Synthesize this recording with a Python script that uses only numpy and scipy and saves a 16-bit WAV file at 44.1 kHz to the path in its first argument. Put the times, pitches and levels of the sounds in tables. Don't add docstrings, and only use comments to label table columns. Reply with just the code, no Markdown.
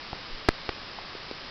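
import sys
import numpy as np
from scipy import signal
from scipy.fft import rfft, irfft
from scipy.io import wavfile

SR = 44100
rng = np.random.default_rng(int(sys.argv[2]) if len(sys.argv) > 2 else 0)


def unload_wav(signal):
    wavfile.write(
        sys.argv[1],
        SR,
        np.round(np.clip(np.atleast_2d(signal).T, -1, 1) * 32767).astype(np.int16),
    )


N = 66150


def from_db(db):
    return 10 ** (np.asarray(db) / 20)


def rms_one(x):
    return x / np.sqrt(np.mean(x ** 2) + 1e-20)


def seconds():
    return np.arange(N) / SR


def coloured(x, curve):
    hz, db = np.transpose(curve)
    bin_hz = np.maximum(np.arange(N + 1) * SR / (2 * N), 1)
    gain = from_db(np.interp(np.log(bin_hz), np.log(hz), db))
    return irfft(rfft(x, 2 * N) * gain)[:N]


def one_pole(x, hz, kind):
    gentle = signal.butter(1, min(hz, SR / 3), kind, fs=SR, output="sos")
    return signal.sosfilt(gentle, x + 1e-18)


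def drift(rate_hz):
    smoothed = one_pole(rng.standard_normal(N), rate_hz, "low")
    return rms_one(one_pole(smoothed, rate_hz, "low"))


def hiss():
    # f/Hz, relative level/dB
    hiss_curve = [(12, 11.5), (45, 1), (250, 1.6488), (850, 0.3903), (1180, 3), (1420, -0.6688), (1650, 1),
                  (2800, -0.6862), (5000, -0.6537)]
    level_db = -34.5
    mains_hz, buzz_depth, buzz_sharpness = 60, 0.3, 8.0
    swell = np.exp(buzz_sharpness * (np.cos(2 * np.pi * mains_hz * seconds()) - 1))
    static = coloured(rng.standard_normal(N), hiss_curve)
    return from_db(level_db) * rms_one(static * (1 + buzz_depth * swell))


def whine():
    # f/Hz, rms level/dB
    tones = [(544, -62.5), (1270, -60.5), (1588, -67), (2223, -69), (5012, -57), (6012, -75.5)]
    wander_hz = 1.5
    out = np.zeros(N)
    for hz, db in tones:
        pitch_hz = hz + wander_hz * drift(rate_hz=11)
        cycles = np.cumsum(pitch_hz) / SR + rng.random()
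        out += np.sqrt(2) * from_db(db) * np.sin(2 * np.pi * cycles)
    return out


def ticks():
    # t/s, ring level/dB, f/Hz, width/octaves, push/ring ratio, crackle/ring ratio
    dull_ticks = [ (0.1307, -23.5, 700, 0.5515, 1.551, 0.2405), (0.9871, -25.5, 860, 0.6383, .02, 0.755),
                  (1.1510, -29, 380, 1.093, .02, 0.28), (1.3119, -22.5, 385, 1.23, .02, 0.8405), ]
    push_fade_s, crackle_fade_s = 0.0013, 0.0022
    out = np.zeros(N)
    for start_s, db, hz, octaves, push_size, crackle_size in dull_ticks:
        age = np.maximum(seconds() - start_s, 0)
        spread = 2 ** (octaves / 2)
        band = signal.butter(2, [hz / spread, hz * spread], "band", fs=SR, output="sos")
        kick = signal.unit_impulse(N, int(start_s * SR))
        ring = signal.sosfilt(band, kick + 1e-18)
        push = push_size * np.exp(-age / push_fade_s)
        crackle = crackle_size * rng.standard_normal(N) * np.exp(-age / crackle_fade_s)
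        out -= from_db(db) * (ring / np.abs(ring).max() + (age > 0) * (push + crackle))
    return out


def air_bump():
    centre_s, pitch_hz, half_length_s = 0.333, 15.18, 0.02422
    t = seconds() - centre_s
    fade_in_out = np.exp(-(t / half_length_s) ** 2)
    return from_db(-26) * np.sin(2 * np.pi * pitch_hz * t) * fade_in_out


def sparks():
    # t/s, level before smoothing/dB
    spikes = [ (0.4872, 8.5), (0.4897, 2.5), (0.4902, 8), (0.6916, -5.5), (0.6938, -19.5), (0.69420, -7.5),
              ]
    drain_s, smoothing_hz = 0.00017989, 8350
    out = np.zeros(N)
    for start_s, db in spikes:
        age = np.maximum(seconds() - start_s, 0)
        out -= from_db(db) * (age > 0) * np.exp(-age / drain_s)
    return one_pole(out, smoothing_hz, "low")


def scene():
    mono = hiss() + whine() + ticks() + air_bump() + sparks()
    return np.array([mono, mono])


def record(dry):
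    # f/Hz, gain/dB
    treble_loss = [(5080, -1), (5400, -4.5), (5700, -9), (5950, -12), (6200, -26.5), (6600, -80)]
    # f/Hz, gain/dB
    softening = [(5300, -0.5), (6300, -11.5), (9000, -6), (15000, -6.5)]
    bass_cut_hz, top_cut_hz, peak_limit = 9, 16500, 0.698
    narrowed = [coloured(channel, treble_loss) for channel in one_pole(dry, bass_cut_hz, "high")]
    clipped = np.clip(narrowed, -peak_limit, peak_limit)
    softened = np.array([coloured(channel, softening) for channel in clipped])
    top_cut = signal.cheby2(12, 70, top_cut_hz, fs=SR, output="sos")
    return signal.sosfilt(top_cut, softened)


dry = scene()
out = record(dry)
unload_wav(out)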